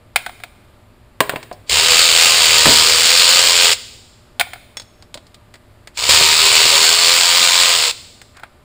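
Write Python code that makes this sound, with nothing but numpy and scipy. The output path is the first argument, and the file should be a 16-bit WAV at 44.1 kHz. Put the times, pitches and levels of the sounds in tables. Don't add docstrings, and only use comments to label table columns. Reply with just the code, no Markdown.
import sys
import numpy as np
from scipy import signal
from scipy.fft import rfft, irfft
from scipy.io import wavfile
from scipy.ndimage import uniform_filter1d

SR = 44100
rng = np.random.default_rng(int(sys.argv[2]) if len(sys.argv) > 2 else 0)


def bounce(signal):
    frames = np.transpose(np.atleast_2d(signal))
    limited = np.clip(frames, -1, 1)
    pcm = np.round(limited * 32767).astype(np.int16)
    wavfile.write(sys.argv[1], SR, pcm)


N = 381024


# (start [s], trigger eased [s], stop [s], bolt cracks loose [s], spin-up [s],
# slowing after easing [Hz per s], clatter when free [dB], shake when free [dB])
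TRIGGER_PULLS = [(1.694, 3.629, 3.735, 1.695, .05, 55, -8, -49.5),
                 (5.972, 7.721, 7.912, 6.089, .075, 114.8, -8.5, -54)]
# (time [s], grip [0-1])
THREAD_GRIP = [
    [(1.7, 0.77), (1.92, .45), (2.35, 0.64), (2.52, .98), (2.95, .8), (3.22, 0.04), (3.6, 0)],
    [(6.1, 0.82), (6.33, 0.98), (6.5, .8), (6.82, 0.79), (6.98, 0.37), (7.35, 0.04), (7.7, 0.07)],
]
# (pitch [Hz], width [Hz], level [dB])
HOUSING_NOTES = [(520, 100, -1), (984, 166, -3.5)]


def unscrew_bolts():
    pulls = zip(TRIGGER_PULLS, THREAD_GRIP, HOUSING_NOTES)
    return sum(ratchet(pull, grip, note) for pull, grip, note in pulls)


# (share of the turn [0-1], level [dB], timing scatter [ms])
CONTACTS = [(.04, -12, .12), (.12, -7, .25), (.2, -10, .3), (.47, -9, .35), (.69, -11, .5), (.82, -16, .5),
            (.94, -9, .4)]


def ratchet(pull, grip_curve, housing_note, wobble=.008, unsteady_db=0.78, spin_up_db=-17, spin_up_s=0.031):
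    t = np.arange(N) / SR
    start, _, stop, *_ = pull
    running = (t >= start) & (t <= stop)
    rate, clatter_db, shake_db = drive(t, pull, grip_curve)
    hz = (rate * (1 + wobble * walk(30)))[running]
    turns = np.cumsum(hz) / SR
    clacks = np.zeros(N)
    for share, contact_db, scatter_ms in CONTACTS:
        times = np.interp(np.arange(share, turns[-1], 1), turns, t[running])
        clacks += undb(contact_db) * contact_train(times, scatter_ms)
    rustle_shape = np.interp(t, [start - spin_up_s, start, start + spin_up_s], [0, 1, 0])
    rustle = rustle_shape * rng.standard_normal(N)
    struck = clacks + undb(spin_up_db) * np.std(clacks[running]) * rustle
    clatter = steel_head(struck, housing_note)
    out = clatter / np.std(clatter[running])
    edges = signal.windows.tukey(len(hz), .02)
    add(out, start, edges * gear_tones(turns, hz))
    out = out * undb(clatter_db + unsteady_db * walk(14))
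    add(out, start, edges * cart_shake(turns) * undb(shake_db[running]))
    return out


FREE_HZ, DRAG_HZ = 87.65, 9.3
KICK_SHARE = .62
SPEED_DB_PER_OCTAVE, GRIP_DB, SLACK_DB = 11.5, 3.5, -4.5
CRACK_DB, CRACK_S = 4.5, .025
SHAKE_GRIP_DB, JOLT_DB, JOLT_S = 15, 15, 0.15


def drive(t, pull, grip_curve):
    start, eased, _, loose, spin_up_s, slowing, db, free_shake_db = pull
    grip = np.interp(t, *np.transpose(grip_curve))
    spun_up = 1 - (1 - KICK_SHARE) * np.exp(-np.maximum(t - start, 0) / spin_up_s)
    hz = (FREE_HZ - DRAG_HZ * grip) * spun_up - slowing * np.maximum(t - eased, 0)
    hz = np.maximum(hz, FREE_HZ / 2)

    def after_crack(decay_s):
        return (t >= loose) * np.exp(-np.maximum(t - loose, 0) / decay_s)

    speed_db = SPEED_DB_PER_OCTAVE * np.log2(hz / FREE_HZ)
    clatter_db = db + speed_db + GRIP_DB * grip
    clatter_db = clatter_db + SLACK_DB * (t < loose) + CRACK_DB * after_crack(CRACK_S)
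    shake_db = free_shake_db + speed_db + SHAKE_GRIP_DB * grip + JOLT_DB * after_crack(JOLT_S)
    return hz, clatter_db, shake_db


CLACK_T60, CLACK_SCATTER_DB = .008, 1.8


def contact_train(times, scatter_ms, tail_db=-21, tail_t60=0.21, loose_db=-2, drift=0.33):
    t = np.arange(SR // 40) / SR
    out = np.zeros(N)
    own_ring = crack(t, CLACK_T60, tail_db, tail_t60)
    for when, (late, strong) in zip(times, rng.standard_normal((len(times), 2))):
        own_ring = np.cos(drift) * own_ring + np.sin(drift) * crack(t, CLACK_T60, tail_db, tail_t60)
        loose_parts = crack(t, CLACK_T60, tail_db, tail_t60)
        clack = unit(own_ring + undb(loose_db) * loose_parts)
        add(out, when + late * scatter_ms / 1000, clack * undb(CLACK_SCATTER_DB * strong))
    return out


# (pitch [Hz], level [dB])
HEAD_TONE = [(60, -21), (330, -21), (430, -11), (520, -11.5), (700, -9), (980, -8), (1800, -4), (2400, 1.5),
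             (3600, 2.5), (4600, 2.5), (5500, 2.5), (7400, -1.5), (9500, -11.5), (15000, -15.5)]
# (pitch [Hz], width [Hz], level [dB])
HEAD_RINGS = [(4490, 380, -8), (7560, 300, -13)]


def steel_head(struck, housing_note):
    out = colour(struck, HEAD_TONE)
    rings = [undb(db) * resonate(out, f, f / width) for f, width, db in [*HEAD_RINGS, housing_note]]
    return out + sum(rings)


# (pitch [Hz], width [Hz], level against the clatter [dB])
BODY = [(399.1, 31, -29), (507.5, 94, -26.5), (682, 95, -31.5), (947.6, 37, -23), (1039, 50, -24.5),
        (1236, 140, -25.5), (1570, 250, -27)]
GEAR_SLACK = .45


def gear_tones(turns, hz, flutter_db=4.5, count=20):
    out = 0
    for k in range(4, count):
        power = 0
        for f, width, db in BODY:
            power = power + undb(2 * db) / (1 + (2 * (k * hz - f) / width) ** 2) ** 2
        flutter = undb(flutter_db * walk(22)[:len(hz)])
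        phase = 2 * np.pi * k * turns + GEAR_SLACK * walk(45)[:len(hz)]
        out = out + np.sqrt(power) * flutter * np.sin(phase)
    return np.sqrt(2) * out


def cart_shake(turns, rumble_db=-4, rumble_hz=170):
    rumble = band_noise(45, rumble_hz, len(turns))
    return np.sqrt(2) * np.sin(2 * np.pi * turns) + undb(rumble_db) * unit(rumble)


# (time [s], level [dB], brightness [dB per octave], favoured note [Hz])
BOLT_DROPS = [(.1595, -3, 0, 2470), (.263, -18.5, -2, 1700), (.294, -27.5, -3, 1100),
              (.401, -37.5, -2, 1800), (.4365, -22, -1, 2500), (4.3969, -8, 1, 3400),
              (4.404, -13, -1.5, 3330), (4.4102, -6, -0.5, 2370), (4.468, -34.5, -7, 800),
              (4.534, -23.5, -1, 2200), (4.558, -35, -5, 1600), (8.397, -38, -1.5, 1500),
              (8.434, -25, -4, 1540)]
# (pitch [Hz], level [dB])
TRAY_TONE = [(100, -27.5), (400, -12.5), (600, -4.5), (730, 7), (1000, -5.5), (1500, 2), (1950, -3),
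             (2350, 3), (2750, -8.5), (3350, -2), (5000, -8.5), (8000, -12), (9600, -7), (15000, -12)]
# (pitch [Hz], level [dB], time to fall 60 dB [s])
TRAY_MODES = [(727, 0, .04), (1448, -9, .035), (2300, -13, .03), (3203, -13, .035)]


def bolt_drops():
    out = np.zeros(N)
    for s, *strike in BOLT_DROPS:
        hit = blow(TRAY_TONE, TRAY_MODES, *strike, ring_db=-20.5, t60=0.024, tail_db=-19.5, tail_t60=0.14)
        add(out, s, hit)
    return out


# (time [s], level [dB], brightness [dB per octave], favoured note [Hz])
KNOCKS = [(1.2046, 0.5, -0.5, 1063), (1.2944, -10.5, 0, 1500), (1.322, -27.5, -1, 800),
          (1.336, -19, -6.5, 698), (1.3596, -17.5, -2.5, 2540), (1.513, -24, -5.5, 758),
          (2.6563, -3, -0.5, 1306), (5.153, -32.5, -5.5, 648), (6.091, -17, -6, 600),
          (6.135, -21, -4.5, 99), (6.21, -19.5, -9, 499), (6.651, -24, -6, 397), (7.41, -33, -12, 250)]
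# (pitch [Hz], level [dB])
CART_TONE = [(50, -14.5), (130, -4.5), (300, -6.5), (620, 3), (820, -0.5), (1020, -2), (1350, -4.5),
             (1700, -1.5), (2600, -4), (4200, -9.5), (6000, -18.5), (9000, -13), (15000, -12.5)]
# (pitch [Hz], level [dB], time to fall 60 dB [s])
CART_MODES = [(286, -8, 0.082), (410, -14, 0.34), (641, -5, 0.16), (1017, 3.5, 0.087), (1670, -13.5, .06)]


def housing_knocks():
    out = np.zeros(N)
    for s, *strike in KNOCKS + rocking():
        hit = blow(CART_TONE, CART_MODES, *strike, ring_db=-13.5, t60=0.027, tail_db=-19.5, tail_t60=0.2)
        add(out, s, hit)
    return out


ROCK_START_S, ROCK_DB, ROCK_GAP_S, ROCK_LOSS_DB = 2.667, -8.5, .011, 2.4
ROCK_TILT_DB, ROCK_NOTES_HZ = -7.5, (281, 110)


def rocking(count=6):
    rows = []
    for k in range(count):
        when, db = ROCK_START_S + k * ROCK_GAP_S, ROCK_DB - k * ROCK_LOSS_DB
        rows.append((when, db, ROCK_TILT_DB, ROCK_NOTES_HZ[k % 2]))
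    return rows


# (time [s], level [dB], brightness [dB per octave], favoured note [Hz],
# ring against the burst [dB])
CLINKS = [(1.429, -29.5, -4, 2290, -26), (1.527, -37, 1.5, 4590, -5.5), (4.77, -24.5, -2, 2220, 2.5),
          (4.798, -28.5, -3, 4000, -2), (4.819, -36, -3, 4660, -20), (5.024, -37.5, -4, 4830, -22),
          (5.1423, -24.5, -1.5, 3450, -22), (5.174, -32, -6, 3500, -27.5), (5.2677, -44, -2.5, 4530, -24),
          (5.344, -37.5, -2, 3500, -15), (5.54, -35.5, -3.5, 1994, -25.5), (5.555, -39, -4, 2000, -27),
          (5.873, -30.5, -3, 1966, -24), (8.216, -33, -2.5, 1913, -18), (8.3687, -37.5, -3.5, 1587, -24)]
# (pitch [Hz], level [dB])
SOCKET_TONE = [(150, -23), (600, -5.5), (1300, -6), (2200, -3), (2800, -5), (3500, -1.5), (5000, 1),
               (8000, -2.5), (11000, -8), (15000, -10.5)]
# (pitch [Hz], level [dB], time to fall 60 dB [s])
SOCKET_MODES = [(3400, -3.5, 0.08), (4700, -16, .08), (5420, 0, 0.075), (6519, -4, 0.083), (6500, -7, .06),
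                (7200, -19, .1), (8550, -18.5, 0.13)]


def socket_clinks():
    out = np.zeros(N)
    for s, *strike in CLINKS:
        add(out, s, blow(SOCKET_TONE, SOCKET_MODES, *strike, t60=0.028, tail_db=-13.5, tail_t60=0.098))
    return out


def blow(spectrum, modes, db, tilt_db, note_hz, ring_db, t60, tail_db, tail_t60, note_db=2, note_q=3.3):
    t = np.arange(SR // 3) / SR
    first = slice(SR // 250)
    burst = colour(even_out(crack(t, t60, tail_db, tail_t60)), spectrum, tilt_db)
    burst = burst + undb(note_db) * resonate(burst, note_hz, note_q)
    ring = np.zeros(len(t))
    for hz, mode_db, ring_t60 in modes:
        gain = undb(mode_db + 2 * rng.standard_normal())
        ring += gain * np.sin(2 * np.pi * hz * t) * fade(t, ring_t60)
    return undb(db) * (burst / np.std(burst[first]) + undb(ring_db) * ring / np.std(ring[first]))


# (loudest [s], length [s], level [dB])
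BRUSH_STROKES = [(8.378, .1, -45), (8.447, 0.074, -44)]


def brush(low_hz=900, high_hz=2100, grain_db=3):
    rub = band_noise(low_hz, high_hz, N)
    strokes = np.zeros(N)
    for s, length, db in BRUSH_STROKES:
        add(strokes, s - length / 2, undb(db) * signal.windows.hann(int(length * SR)))
    return unit(rub * undb(grain_db * walk(200))) * strokes


# (pitch [Hz], time to fall 60 dB [s])
SHOP_T60 = [(200, 1.6), (1000, 0.64), (4000, 1.01), (8000, 1.01), (15000, 0.96)]


def shop(x, wet_db=-19, build_s=0.0067):
    t = np.arange(SR) / SR
    hz, frames, cells = signal.stft(rng.standard_normal(SR), SR, nperseg=256)
    faded = cells * fade(frames, on_log_axis(SHOP_T60, hz)[:, None])
    tail = signal.istft(faded, SR)[1][:SR]
    tail = tail * (1 - np.exp(-t / build_s))
    return undb(wet_db) * signal.fftconvolve(x, tail / np.linalg.norm(tail))[:N]


# (pitch [Hz], level [dB])
AIR_TONE = [(25, -15), (60, -11.5), (110, -10.5), (145, -20), (242, -21.5), (450, -26), (1000, -29),
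            (2000, -34), (4800, -42), (6050, -53), (7400, -45), (12000, -49.5), (15000, -51.5)]
# (pitch [Hz], level [dB])
HUM_TONES = [(107.7, -57), (242.2, -60.5), (360.7, -63), (597.5, -61.5), (651.4, -69), (1200, -67.5)]


def ventilation(air_db=-48.5, hum_db=-3, waver_db=2):
    t = np.arange(N) / SR
    air = unit(colour(rng.standard_normal(N), AIR_TONE)) * undb(air_db + 0.53 * walk(6.8))
    hum = np.zeros(N)
    for hz, db in HUM_TONES:
        level = undb(db + waver_db * walk(3.1))
        hum += level * np.sqrt(2) * np.sin(2 * np.pi * hz * t + 0.97 * walk(11))
    return air + undb(hum_db) * hum


# (pitch [Hz], level [dB])
PORT_TONE = [(4800, -1.5), (5500, -6), (6050, -13), (6700, -3), (7400, 0), (9500, 0.5), (10800, -11),
             (12000, -31.5), (13500, -6), (15000, 3.5)]


def microphone_port(x):
    return colour(x, PORT_TONE)


def undb(db):
    return 10 ** (np.asarray(db) / 20)


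def unit(x):
    return x / np.sqrt(np.mean(x ** 2) + 1e-18)


def on_log_axis(points, hz):
    f, value = np.transpose(points)
    return np.interp(np.log(np.maximum(hz, 1)), np.log(f), value)


def colour(x, points, tilt_db=0, size=4096):
    hz = np.arange(size // 2 + 1) * SR / size
    db = on_log_axis(points, hz) + tilt_db * np.log2(np.maximum(hz, 250) / 1000)
    cepstrum = irfft(np.log(undb(db)))
    cepstrum[1:size // 2] *= 2
    cepstrum[size // 2 + 1:] = 0
    return signal.fftconvolve(x, irfft(np.exp(rfft(cepstrum))))[:len(x)]


def resonate(x, hz, q):
    return signal.lfilter(*signal.iirpeak(hz, q, fs=SR), x)


def band_noise(low_hz, high_hz, length):
    band = signal.butter(2, [low_hz, high_hz], "band", fs=SR, output="sos")
    return signal.sosfilt(band, rng.standard_normal(length))


def even_out(x, size=340):
    bins = rfft(x, 2 * len(x))
    broad_power = uniform_filter1d(np.abs(bins) ** 2, size)
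    return irfft(bins / np.sqrt(broad_power))[:len(x)]


def crack(t, t60, tail_db, tail_t60):
    return rng.standard_normal(len(t)) * (fade(t, t60) + undb(tail_db) * fade(t, tail_t60))


def fade(t, t60):
    return np.exp(-np.log(1000) * t / t60)


def walk(rate):
    knots = rng.standard_normal(int(N / SR * rate) + 2)
    return np.interp(np.arange(N) / SR * rate, np.arange(len(knots)), knots)


def add(out, s, sound):
    i = max(int(s * SR), 0)
    out[i:i + len(sound)] += sound[:max(N - i, 0)]


def scene():
    near = unscrew_bolts() + bolt_drops() + housing_knocks() + socket_clinks() + brush()
    return (microphone_port(near + shop(near)) + ventilation())[None]


def record(dry, ceiling=0.97, top_hz=15350):
    low_pass = signal.ellip(8, .2, 70, top_hz, fs=SR, output="sos")
    return signal.sosfilt(low_pass, np.clip(dry, -ceiling, ceiling))


dry = scene()
out = record(dry)
bounce(out)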